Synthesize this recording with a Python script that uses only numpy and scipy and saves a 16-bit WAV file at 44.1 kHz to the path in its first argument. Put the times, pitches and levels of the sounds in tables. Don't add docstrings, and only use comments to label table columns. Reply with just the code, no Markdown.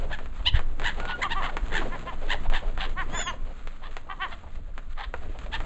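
import sys
import numpy as np
from scipy import signal
from scipy.fft import rfft, irfft, next_fast_len
from scipy.io import wavfile
from scipy.ndimage import map_coordinates

SR = 44100
rng = np.random.default_rng(int(sys.argv[2]) if len(sys.argv) > 2 else 0)


def unload_wav(signal):
    wavfile.write(
        sys.argv[1],
        SR,
        np.round(np.clip(np.atleast_2d(signal).T, -1, 1) * 32767).astype(np.int16),
    )


N = 249165
TOP_HZ = 7850

# time in seconds, activity level in dB.
FLOCK_ACTIVITY = [(0.0, -44), (0.22, -52.5), (0.49, -51.5), (0.97, -45), (1.43, -45), (1.59, -47),
                  (1.79, -41), (2.22, -48), (2.42, -46.5), (2.8, -50.5), (3.15, -43.5), (3.45, -53),
                  (4.04, -56.5), (4.26, -53), (4.72, -59), (5.04, -57.5), (5.65, -46.5)]
# frequency in Hz, relative level in dB.
SWISH_COLOUR = [(60, -10), (130, 6), (250, 1), (400, -3), (650, -4.5), (1100, -12), (2000, -27.5),
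                (4000, -31.5), (8000, -31.5)]
# frequency in Hz, relative level in dB.
RUSTLE_COLOUR = [(300, -33.5), (1200, 6.5), (2000, -1), (3500, -6), (5000, -13.5), (7500, -14)]
# time in seconds, level in dB.
DRAUGHT_LEVEL = [(0, -21.5), (.38, -25.5), (.56, -17.5), (.9, -28.5), (1.4, -33), (1.62, -25.5), (2.1, -32),
                 (2.47, -22.5), (2.9, -29), (3.45, -29.5), (3.7, -36.5), (4.2, -37), (4.6, -28.5),
                 (4.85, -34), (5.35, -28.5), (5.65, -24)]
# frequency in Hz, relative level in dB.
DRAUGHT_COLOUR = [(3, -38.5), (10, -2), (18, 8.5), (30, -13.5), (50, -13.5), (80, -20.5), (130, -36.5),
                  (300, -42), (800, -100)]
# centre in seconds, peak in dB, half length in seconds.
DOWNSTROKES = [(0.547, -12, 0.0048), (1.638, -20, 0.0086), (2.488, -20, 0.011), (2.671, -17.5, 0.014),
               (5.078, -26.5, 0.01), (5.302, -28, 0.01)]
# centre in seconds, level in dB, pitch of the swish in Hz.
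LOUD_STROKES = [(.015, -45.5, 488), (.115, -38, 765), (.408, -48, 820), (1.05, -42, 604),
                (1.195, -42.5, 503), (1.415, -42, 610), (1.497, -33.5, 1050), (1.738, -40, 444),
                (1.806, -36.5, 273), (1.822, -34, 846), (1.958, -39, 670), (2.132, -41, 710),
                (2.234, -41, 570), (2.341, -35, 604), (2.458, -38, 734), (2.531, -37.5, 586),
                (2.635, -41, 620), (3.092, -46.5, 246), (3.336, -43.5, 647), (4.443, -49.5, 805),
                (5.23, -49.5, 545), (5.302, -49.5, 388), (5.467, -46.5, 550)]
# centre in seconds, half length in seconds, top pitch in Hz, rasp from 0 to 1,
# breath from 0 to 1, then the relative levels of the three lower formants in dB.
HARSH_CRIES = [(.137, 0.022, 848, 0.58, 0.24, -43.5, -32, -39),
               (.477, 0.016, 1008, 0.52, 0.062, -32, -33.5, -17.5),
               (.563, 0.023, 930, 0.33, 0.98, -39.5, -32.5, -36),
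               (.871, 0.033, 991, 0.62, 0.57, -32, -25.5, -30.5),
               (1.105, 0.025, 909, 0.46, 0.93, -31.5, -36.5, -35.5),
               (1.232, 0.013, 1058, 0.61, 0.25, -28.5, -23.5, -31.5),
               (1.322, 0.018, 935, 0.34, 0.306, -31, -29, -30),
               (1.449, .027, 725, 0.58, 0.24, -30, -31, -40),
               (1.765, 0.035, 893, .75, 0.57, -33, -25.5, -33),
               (2.318, 0.023, 1002, 0.93, 0.34, -31, -26, -28),
               (2.559, 0.029, 891, 0.39, 0.91, -33, -30, -33),
               (2.828, .034, 783, .64, 0.7, -33.5, -33, -33),
               (3.208, 0.024, 729, 0.82, 0.29, -35.5, -31.5, -36),
               (3.856, 0.025, 592.5, 0.77, 0.55, -42, -45, -47.5),
               (4.329, 0.017, 697, 0.32, 0.43, -39, -42, -44),
               (5.005, 0.026, 848, 0.65, .9, -34.5, -38, -44),
               (5.041, 0.018, 420, .65, 1, -39.5, -39.5, -41.5),
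               (5.546, 0.02, 903.6, 0.35, 0.73, -33.5, -30.5, -32)]
# lower edge in Hz, upper edge in Hz.
OPEN_BILL = [(780, 1316), (1480, 1916), (2620, 3610), (6300, 7650)]
# start in seconds, level of the first 10 ms in dB, treble in dB (-14 is neutral).
WING_CLAPS = [(0.1886, -40, -12.5), (0.259, -44.5, -10.5), (0.593, -33.5, -13.5), (0.798, -36.5, -6.5),
              (0.8183, -36, -12), (1.001, -34, -9), (1.054, -35.5, -11), (1.5689, -29.5, -10.5),
              (2.4999, -39, -7), (2.7769, -36.5, -12.5), (2.895, -48, -3), (3.6738, -41.5, -6),
              (3.9679, -36, -6.5), (4.5565, -52.5, -4), (4.7794, -39.5, -11.5), (5.1402, -31, -20),
              (5.3892, -44.5, 0), (5.4632, -47, -7), (5.6039, -37.5, -12)]
# frequency in Hz, relative level in dB.
WING_CLAP_COLOUR = [(60, -18.5), (250, -2.5), (500, 5), (1400, 5), (2500, -3.5), (4200, -17), (8000, -23.5)]
# time in seconds, pitch in Hz, level in dB.
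WHISTLE_LINE = [(.99, 1430, -87), (1.02, 1450, -50), (1.07, 1436, -54), (1.1, 1485, -43.5),
                (1.15, 1440, -35.5), (1.17, 1430, -68)]
# harmonic number, relative level in dB.
WHISTLE_HARMONICS = [(1, 0), (2, -14)]
# centre in seconds, half length in seconds, top pitch in Hz, rasp from 0 to 1,
# then the relative levels of the three formants in dB.
NASAL_CLUCKS = [(1.25, 0.013, 399.4, 0.47, -23, -38, -36.5), (1.379, 0.019, 392.4, .2, -24.5, -34.5, -44),
                (1.447, 0.03, 381.6, 0.41, -33, -53, -38.5), (1.935, 0.019, 348, .15, -35, -35, -53),
                (2.086, 0.015, 349.4, 0.08, -31.5, -36.5, -42.5),
                (2.996, 0.022, 381.5, .11, -28, -27, -41.5), (3.155, 0.022, 340, 0.24, -32, -31.5, -48),
                (3.284, .018, 360, 0.11, -27, -29.5, -32.5), (4.113, 0.016, 393, 0.71, -30, -35, -44),
                (4.228, 0.022, 387.7, 0.17, -26.5, -27.5, -34.5)]
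# lower edge in Hz, upper edge in Hz.
NARROW_BILL = [(940, 1293), (1400, 2040), (2740, 3195)]
# time in seconds, pitch in Hz, relative level in dB.
SQUEAL_LINE = [(3.095, 1530, -61), (3.14, 1700, -49), (3.16, 1752, -44), (3.195, 1757, -39),
               (3.22, 1738, -41), (3.25, 1695, -46), (3.28, 1630, -44), (3.303, 1545, -47),
               (3.325, 1420, -60)]
# harmonic number, relative level in dB.
SQUEAL_HARMONICS = [(1, -16), (2, -1.5), (3, -6), (4, 4.5)]
# frequency in Hz, time to fall 60 dB in seconds.
HEDGE_DECAY = [(200, 0.37), (1500, 0.32), (7000, 0.24)]
# frequency in Hz, gain in dB.
HOUSING_NOTCH = [(4200, 1.5), (4800, -4), (5600, -11), (6400, -1), (7100, 1)]


def amp(db):
    return 10 ** (np.asarray(db) / 20)


def unit(x):
    return x / np.sqrt(np.mean(x ** 2) + 1e-20)


def along(points, hz):
    freqs, values = np.transpose(points)
    return np.interp(np.log(hz + 1), np.log(freqs + 1), values)


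def curves(rows):
    times, *columns = np.transpose(rows)
    return [np.interp(np.arange(N) / SR, times, column) for column in columns]


def wobble(rate, size=N):
    return map_coordinates(rng.standard_normal(size + 4), [np.arange(size) * rate / SR])


def bandpass(x, edges_hz):
    return signal.sosfilt(signal.butter(2, edges_hz, "bandpass", fs=SR, output="sos"), x)


def filtered(x, gain):
    size = next_fast_len(N + SR // 2)
    return irfft(rfft(x, size) * gain(np.fft.rfftfreq(size, 1 / SR)), size)[:N]


def noise(colour):
    return unit(filtered(rng.standard_normal(N), lambda hz: amp(along(colour, hz))))


def minimum_phase(gains):
    cepstrum = irfft(np.log(gains))
    middle = len(cepstrum) // 2
    cepstrum[1:middle] *= 2
    cepstrum[middle + 1:] = 0
    return irfft(np.exp(rfft(cepstrum)))


def add(track, start_s, x):
    i = round(start_s * SR)
    x, i = x[max(-i, 0):], max(i, 0)
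    track[i:i + len(x)] += x[:max(len(track) - i, 0)]


def flock_bed(swish_db=-1, rustle_db=-4.5, busy_db=-50, rustle_growth=0.58):
    activity_db, = curves(FLOCK_ACTIVITY)
    swish = unit(noise(SWISH_COLOUR) * amp(2 * wobble(60)))
    rustle = unit(noise(RUSTLE_COLOUR) * amp(3 * wobble(500) + 3 * wobble(25)))
    rustle_ride_db = busy_db + rustle_growth * (activity_db - busy_db)
    return amp(activity_db + swish_db) * swish + amp(rustle_ride_db + rustle_db) * rustle


def draught(surge_db=2, surges_per_s=14):
    level_db, = curves(DRAUGHT_LEVEL)
    out = amp(level_db) * unit(noise(DRAUGHT_COLOUR) * amp(surge_db * wobble(surges_per_s)))
    for centre, db, half in DOWNSTROKES:
        u = (np.arange(N) / SR - centre) / half
        out += amp(db) * (1 - 2 * u ** 2) * np.exp(-u ** 2)
    return out


def soft_strokes(per_s=6, over_flock_db=4, usual_hz=570, pitch_scatter=0.25):
    slots = np.arange(0, N / SR, 1 / per_s)
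    late, scatter_db, speed = rng.uniform(-1, 1, (len(slots), 3)).T
    times = slots + abs(late) / per_s
    levels = np.interp(times, *np.transpose(FLOCK_ACTIVITY)) + over_flock_db + scatter_db
    return list(zip(times, levels, usual_hz * np.exp(pitch_scatter * speed)))


def wing_strokes(swell_cycles=6.8, spread=1.36, feather_db=-11, feather_hz=(900, 3000)):
    out, t = np.zeros(N), np.arange(-SR // 14, SR // 14) / SR
    for centre, db, hz in list(LOUD_STROKES) + soft_strokes():
        swell = np.exp(-(t * hz / swell_cycles) ** 2 / 2)
        eddies = unit(bandpass(rng.standard_normal(len(t)), [hz / spread, hz * spread]))
        feathers = unit(bandpass(rng.standard_normal(len(t)), feather_hz))
        swish = swell * (eddies + amp(feather_db) * feathers)
        add(out, centre + t[0], amp(db) * swish * np.linalg.norm(swell) / np.linalg.norm(swish))
    return out


def syrinx(pitch, effort, rasp, breath, rasp_hz, jitter, waver, rolloff):
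    size = len(pitch)
    flutter_hz = rasp_hz * (1 + 0.25 * wobble(110, size))
    flutter = np.cos(2 * np.pi * (np.cumsum(flutter_hz) / SR + rng.random()))
    unsteady = waver + jitter * rasp * (1 + 1.62 * (1 - effort))
    pitch = pitch * np.exp(unsteady * wobble(606, size) + 0.034 * rasp * flutter)
    phase = 2 * np.pi * np.cumsum(pitch) / SR
    k = np.arange(1, 25)[:, None]
    pulses = np.sum(np.cos(k * phase) * (k * pitch < TOP_HZ) / k ** rolloff, axis=0)
    shimmer_db = 4 * rasp * wobble(801.3, size)
    pulses = unit(pulses * amp(shimmer_db))
    hiss = unit(rng.standard_normal(size) * (1 + np.cos(phase)) * amp(3 * wobble(604, size)))
    chop = 1 + 0.71 * rasp * flutter
    return (np.sqrt(1 - breath) * pulses + np.sqrt(breath) * hiss) * chop


def calls(rows, formants, trim_db, steepness, upper_squeeze, climb_s, sag_s, fade_ratio, **voice):
    out, t = np.zeros(N), np.arange(-SR // 14, SR // 14) / SR
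    for centre, half, top_hz, rasp, breath, *levels in rows:
        effort = np.exp(-np.abs(t / np.where(t < 0, half, fade_ratio * half)) ** steepness)
        pitch = top_hz / (1 + (t / np.where(t < 0, climb_s, sag_s)) ** 2)
        source = syrinx(pitch, effort, rasp, breath, **voice)
        for k, (band, db) in enumerate(zip(formants, levels)):
            formant = bandpass(source, band) * effort ** (upper_squeeze ** (k - 1))
            formant *= np.linalg.norm(effort) / np.linalg.norm(formant)
            add(out, centre + t[0], amp(db + trim_db) * formant)
    return out


def cries(bite_db=-45.5, loud_db=-26, bite_growth=1.63):
    rows = [(*row, bite_db + bite_growth * (row[-2] - loud_db)) for row in HARSH_CRIES]
    return calls(rows, OPEN_BILL, trim_db=-3, steepness=2.16, upper_squeeze=1.16,
                 climb_s=0.047, sag_s=0.05, fade_ratio=0.96,
                 rasp_hz=91.27, jitter=0.04, waver=0.0062, rolloff=0.11)


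def wing_claps(feather_gain=0.055, rise_s=0.00033, t60_s=0.072, neutral_treble_db=-14):
    out, t = np.zeros(N), np.arange(SR // 10) / SR
    hz = np.fft.rfftfreq(2048, 1 / SR)
    treble_shelf = along([(1500, 0), (4000, 1)], hz)
    clatter = feather_gain * amp(-60 * t / t60_s) * (1 - np.exp(-t / rise_s))
    for start, db, treble_db in WING_CLAPS:
        blow = clatter * rng.standard_normal(len(t))
        blow[0] = 1
        colour_db = along(WING_CLAP_COLOUR, hz) + (treble_db - neutral_treble_db) * treble_shelf
        clap = signal.fftconvolve(blow, minimum_phase(amp(colour_db)))
        add(out, start, amp(db) * clap / np.std(clap[:SR // 100]))
    return out


def thin_call(line, harmonics, waver, brighten=0.4, shimmer_db=2, fade_s=0.007):
    pitch, db = curves(line)
    t = np.arange(N) / SR
    gate = np.clip(np.minimum(t - line[0][0], line[-1][0] - t) / fade_s, 0, 1)
    phase = 2 * np.pi * np.cumsum(pitch * (1 + waver * wobble(300))) / SR
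    tilt_db = brighten * (db - db.max())
    tone = sum(amp(level + (k - 2) * tilt_db) * np.sin(k * phase) for k, level in harmonics)
    return np.sqrt(2) * gate * amp(db + shimmer_db * wobble(200)) * tone


def clucks(breath=0.06):
    rows = [(*row[:4], breath, *row[4:]) for row in NASAL_CLUCKS]
    return calls(rows, NARROW_BILL, trim_db=-4.5, steepness=2.9, upper_squeeze=2.06,
                 climb_s=0.085, sag_s=0.072, fade_ratio=1.44,
                 rasp_hz=70, jitter=0.031, waver=0.01, rolloff=0.77)


def garden(x, wet_db=-16):
    hz, t, spectrum = signal.stft(rng.standard_normal(SR // 2), SR, nperseg=256)
    decay = amp(-60 * t / along(HEDGE_DECAY, hz)[:, None])
    _, tail = signal.istft(spectrum * decay, SR, nperseg=256)
    tail = np.pad(tail / np.linalg.norm(tail), (SR // 200, 0))
    return x + amp(wet_db) * signal.fftconvolve(x, tail)[:N]


def scene():
    squeal = thin_call(SQUEAL_LINE, SQUEAL_HARMONICS, waver=0.0047)
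    whistle = thin_call(WHISTLE_LINE, WHISTLE_HARMONICS, waver=0.0026)
    bed = flock_bed() + draught()
    birds = cries() + clucks() + whistle + squeal + wing_claps() + wing_strokes()
    return (bed + garden(birds))[None]


def record(dry):
    def response(hz):
        return amp(along(HOUSING_NOTCH, hz)) * np.clip((TOP_HZ - hz) / 200 + 0.5, 0, 1)
    return filtered(dry[0], response)[None]


dry = scene()
out = record(dry)
unload_wav(out)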